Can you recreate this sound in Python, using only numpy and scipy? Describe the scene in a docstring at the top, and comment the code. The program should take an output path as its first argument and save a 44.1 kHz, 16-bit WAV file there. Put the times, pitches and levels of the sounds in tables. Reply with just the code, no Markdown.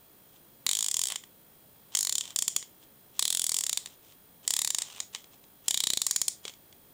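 """Fishing reel turned by hand

A spring-driven fishing reel is turned in five short bursts, close to a small camera in a furnished room.
A steel pawl snaps over each ratchet tooth and rebounds; the case rings at a pitch that wanders as it turns.
Fingers rub the case, and the loose case taps as the grip changes; the room adds a short, soft echo.
The microphone overloads on the snaps with a dull pop and rounded peaks, over hum, hiss and a faint camera whine."""
import sys
import numpy as np
from scipy import signal
from scipy.fft import rfft, irfft, next_fast_len
from scipy.io import wavfile
from scipy.ndimage import uniform_filter1d, map_coordinates

SR = 44100
rng = np.random.default_rng(int(sys.argv[2]) if len(sys.argv) > 2 else 0)


def int16_out(signal):
    """Quantize to a 16-bit WAV file."""
    q = np.round(np.clip(np.atleast_2d(signal).T, -1, 1) * 32767)
    wavfile.write(sys.argv[1], SR, q.astype(np.int16))


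N = 305613


def amp(db):
    """Decibels to gain."""
    return 10 ** (np.asarray(db) / 20)


def unit(x):
    """Each row at rms 1."""
    return x / np.sqrt(np.mean(x ** 2, axis=-1, keepdims=True) + 1e-20)


def along(points, hz):
    """(frequency, value) points interpolated on a log frequency axis."""
    f, values = np.transpose(points)
    return np.interp(np.log(hz + 1), np.log(np.maximum.accumulate(f) + 1), values)


def add(track, s, sound):
    """Mix a sound into the track at time s."""
    start = max(0, round(s * SR))
    part = track[..., start:start + sound.shape[-1]]
    part += sound[..., :part.shape[-1]]


def filtered(x, gain):
    """x times a gain that is a function of frequency."""
    size = next_fast_len(N + 8192)
    hz = np.fft.rfftfreq(size, 1 / SR)
    return irfft(rfft(x, size) * gain(hz), size)[..., :N]


def noise(spectrum):
    """Steady coloured noise of rms 1."""
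    white = rng.standard_normal(N)
    return unit(filtered(white, lambda hz: amp(along(spectrum, hz))))


def through(x, gain_db):
    """Rows of x through a minimum-phase filter with the given gain, so that nothing sounds early."""
    size = x.shape[-1]
    cepstrum = irfft(np.log(amp(gain_db)), size)
    # fold the cepstrum onto positive time
    cepstrum[..., 1:size // 2] *= 2
    cepstrum[..., size // 2 + 1:] = 0
    return irfft(rfft(x) * np.exp(rfft(cepstrum)), size)


def background():
    """Quiet room hum and microphone hiss as coloured noise, with the camera's steady tones as sines."""
    # colour of hum and hiss: (frequency [Hz], relative level [dB])
    air = [(20, -11), (50, -11.5), (90, -3.5), (150, -1.5), (300, -3.5), (600, -7.5), (1200, -13.5),
           (2200, -17.5), (4000, -18), (6000, -21.5), (8500, -18), (10100, -13.5), (12000, -24.5),
           (15500, -19)]
    # steady tones: (frequency [Hz], rms level [dB])
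    whine = [(120, -95), (3261, -78), (3399, -83.5), (4066, -84), (14890, -84), (14947, -61),
             (15004, -71.5), (15175, -85)]
    t = np.arange(N) / SR
    tones = np.zeros(N)
    for hz, db in whine:
        tones += amp(db) * np.sqrt(2) * np.sin(2 * np.pi * (hz * t + rng.random()))
    return amp(-60.5) * noise(air) + tones


def room(x, build_s, count):
    """Reflections build up, then die at a rate set by pitch; they change as the hands move."""
    # decay of the reflections: (frequency [Hz], t60 [s])
    decay = [(200, 0.1), (1500, 0.17), (3500, 0.24), (7300, 0.19), (10000, 0.19), (15000, 0.14)]
    out = np.zeros(N)
    slice_size = N // count + 1
    # each slice of the input gets a fresh random tail
    for start in np.arange(count) * slice_size:
        hz, age, cells = signal.stft(rng.standard_normal(SR // 3), SR, nperseg=256)
        fade = amp(-60 * age / along(decay, hz)[:, None])
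        build = 1 - np.exp(-age / build_s)
        tail = signal.istft(cells * fade * build, SR, nperseg=256)[1]
        tail = tail / np.linalg.norm(tail)
        add(out, start / SR, signal.fftconvolve(x[start:start + slice_size], tail))
    return out


def rubbing(grain_db, grain_rate):
    """The drum slides under the fingers: the contact catches and slips in tiny grains of noise."""
    # strokes: (start [s], end [s], level [dB])
    rubs = [(0.33, 0.38, -66), (1.087, 1.148, -45), (1.919, 1.962, -53), (2.226, 2.328, -52),
            (2.81, 2.848, -61), (3.143, 3.218, -59), (3.796, 3.955, -62), (4.02, 4.133, -63.5),
            (4.434, 4.493, -58), (4.793, 5.035, -50.5), (5.135, 5.16, -44.5), (5.17, 5.22, -61),
            (5.32, 5.354, -60.5), (5.64, 5.693, -59), (6.438, 6.505, -52.5)]
    # colour of the sliding: (frequency [Hz], relative level [dB])
    slide = [(200, -17), (600, 0.5), (1000, 3.5), (1500, -3), (2300, 0), (3200, 9.5), (4500, 0), (7200, 4),
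             (9000, -2), (15000, -26)]
    t = np.arange(N) / SR
    stroke = np.zeros(N)
    for start, end, db in rubs:
        # 23 ms ramps, half open at the start and end times
        stroke += amp(db) * np.clip(np.minimum(t - start, end - t) / 0.023 + .5, 0, 1)
    grains = map_coordinates(rng.standard_normal(N), [t * grain_rate], order=1)
    return stroke * unit(noise(slide) * amp(grain_db * grains))


def contacts(rows, rebound_s, ring_width_hz, steel_width_hz=700, steel_peak_db=6, size=1024):
    """One chattering blow and rebound per row, filtered as steel, case, knock and edge: (direct, to the room)."""
    # colours of the four parts: (frequency [Hz], relative level [dB])
    steel_colour = [(3700, -28.5), (4500, -4), (5000, -7), (5300, -1), (5560, -5), (5870, -3), (6350, -5),
                    (6950, 3), (7400, 0.5), (8100, -2.5), (8650, -0.5), (9400, -8), (10800, -23.5)]
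    case_band = [(2100, -21.5), (2750, -5), (3100, 3.5), (4400, 0), (5200, -4), (6500, -31.5)]
    knock_colour = [(60, -60), (300, -27), (560, -6.5), (800, -1.5), (1100, 2), (1450, -6.5), (1950, 5.5),
                    (2500, 5), (3100, -7), (4500, -48)]
    edge_colour = [(8000, -29.5), (9300, 3), (10100, 7), (10650, 10), (11500, 1.5), (12800, -4),
                   (14300, -0.5), (15500, 0.5), (16500, -15)]
    # how steel, case, knock and edge are driven: (chatter t60 [s], typical rebound level [dB])
    drive = [(0.012, -17.5), (0.01, -27), (0.0093, -25), (0.0046, -13.5)]
    db, steel_hz, case_hz, ring_db, knock_db, edge_db = np.transpose(rows)[:, :, None]
    t, hz = np.arange(size) / SR, np.fft.rfftfreq(size, 1 / SR)

    # neighbouring contacts are struck in a similar way
    chatter = signal.lfilter([1], [1, -.75], rng.standard_normal((len(rows), size)), axis=0)
    late, strong = rng.standard_normal((len(rows), 2)).T[:, :, None]
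    rebound_t = t - rebound_s * np.exp(0.13 * late)

    def blow(since, t60):
        since = np.maximum(since, 0)
        return amp(-60 * since / t60) * (1 - np.exp(-since / 0.00028))

    def peak(centre, width):
        return 1 / (1 + (2 * (hz - centre) / width) ** 2)

    # each row places the strongest resonances of steel and case
    steel = along(steel_colour, hz) + steel_peak_db * peak(steel_hz, steel_width_hz)
    case = along(case_band, hz) + 20 * np.log10(peak(case_hz, ring_width_hz))
    parts = [(0, steel), (ring_db, case), (knock_db, along(knock_colour, hz)), (edge_db, along(edge_colour, hz))]

    direct, power = 0, 0
    for (level_db, colour), (t60, rebound_db) in zip(parts, drive):
        rebound = amp(rebound_db + 2.2 * strong) * blow(rebound_t, t60)
        force = chatter * (blow(t, t60) + rebound)
        # even out the coarse spectrum of the random force, so each contact keeps its colour
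        smooth_power = uniform_filter1d(np.abs(rfft(force)) ** 2, size=25)
        lumps_db = 10 * np.log10(np.abs(smooth_power) + 1e-9)
        gain = amp(db + level_db)
        direct = direct + gain * unit(through(force, colour - lumps_db))
        power = power + size * (gain * unit(amp(colour))) ** 2
    # summed over all directions the ripple averages out, so the room is fed a smooth pulse
    spread = through(signal.unit_impulse(size), 10 * np.log10(power))
    return np.stack([direct, spread], axis=1)


def taps(thump_hz=440, thump_t60=0.019, ringing_db=3):
    """Duller contacts of the loose case as the grip changes: it rings on and its hollow body thumps."""
    # taps: (time [s], steel rms level [dB], thump level before its onset and decay [dB])
    tap_events = [(2.626, -50.5, -46), (3.8715, -57.5, -49), (4.1223, -65.5, -56), (5.1483, -41.5, -43.5),
                  (5.159, -53, -65), (5.242, -61.5, -55), (5.4394, -67, -60), (6.452, -45.5, -31.5),
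                  (6.4792, -46, -60), (6.495, -56.5, -48), (6.5373, -62.5, -65), (6.726, -64, -61)]
    # ringing of the case: (frequency [Hz], typical relative level [dB], t60 [s])
    case_modes = [(1190, -12, 0.032), (2170, -14, 0.13), (2150, -8, 0.0067), (3360, -2, 0.068),
                  (7400, -7, 0.026)]
    # all taps, levels relative to steel: (steel [Hz], case [Hz], case ring [dB], knock [dB], sharp edge [dB])
    tap_colour = (6200, 3400, 1, -4.5, -19.5)
    track, t = np.zeros((2, N)), np.arange(SR // 5) / SR
    thump = np.sin(2 * np.pi * thump_hz * t) * amp(-60 * t / thump_t60) * (1 - np.exp(-t / 0.00094))
    blows = [(steel_db, *tap_colour) for _, steel_db, _ in tap_events]
    sounds = contacts(blows, rebound_s=0.0037, ring_width_hz=2400)
    for (s, steel_db, thump_db), tap in zip(tap_events, sounds):
        ring = np.zeros(len(t))
        for hz, db, t60 in case_modes:
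            ring += amp(db + rng.normal(0, 1.8) - 60 * t / t60) * np.sin(2 * np.pi * hz * t)
        add(track, s, tap)
        add(track, s, amp(steel_db + ringing_db) * ring + amp(thump_db) * thump)
    return track


def ratchet(pop_s=0.00042, undershoot=0.32, undershoot_s=0.0007):
    """The pawl drops off one tooth after another, with a dull pop under each snap as the microphone overloads."""
    # the pawl drops off a tooth: (time [s], steel rms level [dB])
    pawl = [(0.6649, -29.5), (0.6908, -29), (0.7122, -30.5), (0.7316, -32), (0.751, -31.5), (0.7696, -34),
            (0.7887, -31.5), (0.8069, -33), (0.8257, -30), (0.8433, -33.5), (0.8625, -33.0),
            (0.8841, -30.5), (0.913, -31.0), (0.942, -29.5), (0.9677, -29.5), (0.9921, -29.5),
            (1.0152, -31), (1.0365, -30), (1.0548, -36), (1.0701, -34.5), (1.0849, -38.5), (1.1012, -43),
            (1.121, -38.5), (1.158, -36.5), (1.237, -57.5), (1.9502, -25.5), (1.9707, -29), (1.989, -30),
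            (2.0078, -31), (2.0286, -31.5), (2.0493, -33.5), (2.0704, -33.0), (2.0941, -31.5),
            (2.1244, -31), (2.1536, -29.5), (2.1815, -29.5), (2.209, -35.5), (2.238, -52.5), (2.254, -48.5),
            (2.2773, -51), (2.305, -50), (2.3604, -28), (2.388, -28), (2.4224, -27), (2.4794, -25.5),
            (2.563, -25.5), (3.193, -26.0), (3.2247, -29), (3.2528, -30), (3.2785, -32.5), (3.3032, -29.5),
            (3.3259, -33), (3.3485, -31), (3.3714, -32), (3.3949, -30), (3.4175, -32), (3.441, -30.5),
            (3.466, -31), (3.493, -30), (3.518, -31.0), (3.5429, -30), (3.566, -29.5), (3.587, -30),
            (3.6083, -33), (3.637, -32.5), (3.6653, -32.5), (3.6942, -31.0), (3.729, -31), (3.7731, -31),
            (3.8592, -45), (4.4771, -25), (4.5058, -27.5), (4.5371, -29), (4.5651, -30), (4.59, -30),
            (4.617, -30.5), (4.647, -30.5), (4.6743, -31.5), (4.704, -29.5), (4.7467, -29), (4.7848, -30),
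            (4.8193, -33.0), (4.8327, -58), (5.0021, -34), (5.6815, -25), (5.7078, -28.5), (5.743, -30.5),
            (5.774, -31), (5.8033, -30), (5.8374, -30.5), (5.87, -29.5), (5.902, -30), (5.9342, -31),
            (5.9723, -30.5), (6.017, -27.5), (6.0659, -25.5), (6.11, -25.5), (6.1611, -25.5),
            (6.2155, -26.5), (6.2809, -26.0)]
    # colour of the snaps as the grip on the case shifts, levels relative to the steel:
    # (time [s], case pitch [Hz], case ring [dB], knock [dB], sharp edge [dB], dull overload pop [dB])
    turn = [(0.67, 3970, -1.5, -8.5, -5.5, -7), (0.75, 3600, -6, -21, -9.5, -26),
            (0.91, 3350, -11.5, -22, -12, -30), (1.09, 3510, -8, -21, -7.5, -34),
            (1.1, 3440, -4, -11, -3, -7), (1.16, 3330, -4, -12.5, -14.5, -19),
            (1.95, 3280, -8.5, -17.5, -11, -26), (2.01, 4200, -13.5, -25, -6, -28),
            (2.07, 4100, -5.5, -15, -7, -39), (2.18, 3600, -8.5, -28, -11, -14),
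            (2.21, 3370, -3, -19.5, -18, -19), (2.36, 3470, -11, -23.5, -10.5, -18),
            (2.56, 3220, -8.5, -18, -10, -5.5), (3.19, 3750, -7.5, -17, -7, -11),
            (3.23, 3800, -0.5, -17, -4.5, -3), (3.44, 3340, -9, -23.5, -5.5, -33),
            (3.52, 4200, -13, -16, -9, -5.5), (3.54, 3460, -9, -22, -9, -26),
            (3.57, 3340, -14, -21, -9, -17), (3.77, 3890, -3.5, -14, -8.5, -24),
            (4.48, 3430, -11.5, -20, -10.5, -25), (4.54, 3600, -7, -15, -6.5, -15),
            (4.67, 4100, -7, -14, -6, -32), (4.7, 3650, -9, -17.5, -12, -11),
            (5.0, 3800, -8.5, -15.5, -21, -11), (5.68, 3300, -9, -20.5, -8, -5),
            (5.74, 3650, -0.5, -15.5, -7.5, -10), (5.97, 3990, -2, -16, -8.5, 3),
            (6.02, 3810, -6, -22, -7.5, -19), (6.07, 3870, -13.5, -16.5, -8.5, -8),
            (6.28, 3840, -12.5, -21.5, -9, -5)]
    # strongest resonance of the pawl, and its relative change from tooth to tooth
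    steel_centre_hz, steel_scatter = 7390, 0.072
    # snaps under this level are duller: dB more ring and knock for each dB less
    soft_db, soft_ring, soft_knock = -31.5, 0.22, 0.47
    track, t = np.zeros((2, N)), np.arange(SR // 200) / SR

    def bump(width_s):
        return np.exp(-((t - 2 * width_s) / width_s) ** 2) * pop_s / width_s

    # a slight undershoot keeps the pop from booming
    pulse = bump(pop_s) - undershoot * bump(undershoot_s)
    times, db = np.transpose(pawl)
    knots, *controls = np.transpose(turn)
    case_hz, ring_db, knock_db, edge_db, pop_db = [np.interp(times, knots, control) for control in controls]
    softness_db = np.maximum(soft_db - db, 0)
    ring_db = ring_db + soft_ring * softness_db
    knock_db = knock_db + soft_knock * softness_db
    steel_hz = steel_centre_hz * np.exp(steel_scatter * rng.standard_normal(len(times)))
    blows = np.column_stack([db, steel_hz, case_hz, ring_db, knock_db, edge_db])
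    snaps = contacts(blows, rebound_s=0.00334, ring_width_hz=1050)
    for s, pop, snap in zip(times, amp(db + pop_db), snaps):
        add(track, s, snap)
        add(track, s, pop * pulse)
    return track


def scene():
    """The reel in its room: direct sound, echo and background."""
    # sound that reaches the room: (frequency [Hz], gain [dB])
    radiated = [(200, -40), (2000, -15), (3600, -18), (5000, -14), (7100, -13), (9000, -15), (12000, -19.5),
                (15000, -16)]
    direct, spread = rubbing(grain_db=4.5, grain_rate=680) + taps() + ratchet()
    to_room = filtered(spread, lambda hz: amp(along(radiated, hz)))
    echo = room(to_room, build_s=0.018, count=48)
    return (background() + echo + direct)[None]


def record(dry, top_db=-14, knee=4, top_hz=16000):
    """The microphone rounds off the loud peaks; then the camera's steep band limit removes the top."""
    rounded = dry / (1 + np.abs(dry / amp(top_db)) ** knee) ** (1 / knee)
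    return filtered(rounded, lambda hz: 1 / np.sqrt(1 + (hz / top_hz) ** 160))


dry = scene()
out = record(dry)
int16_out(out)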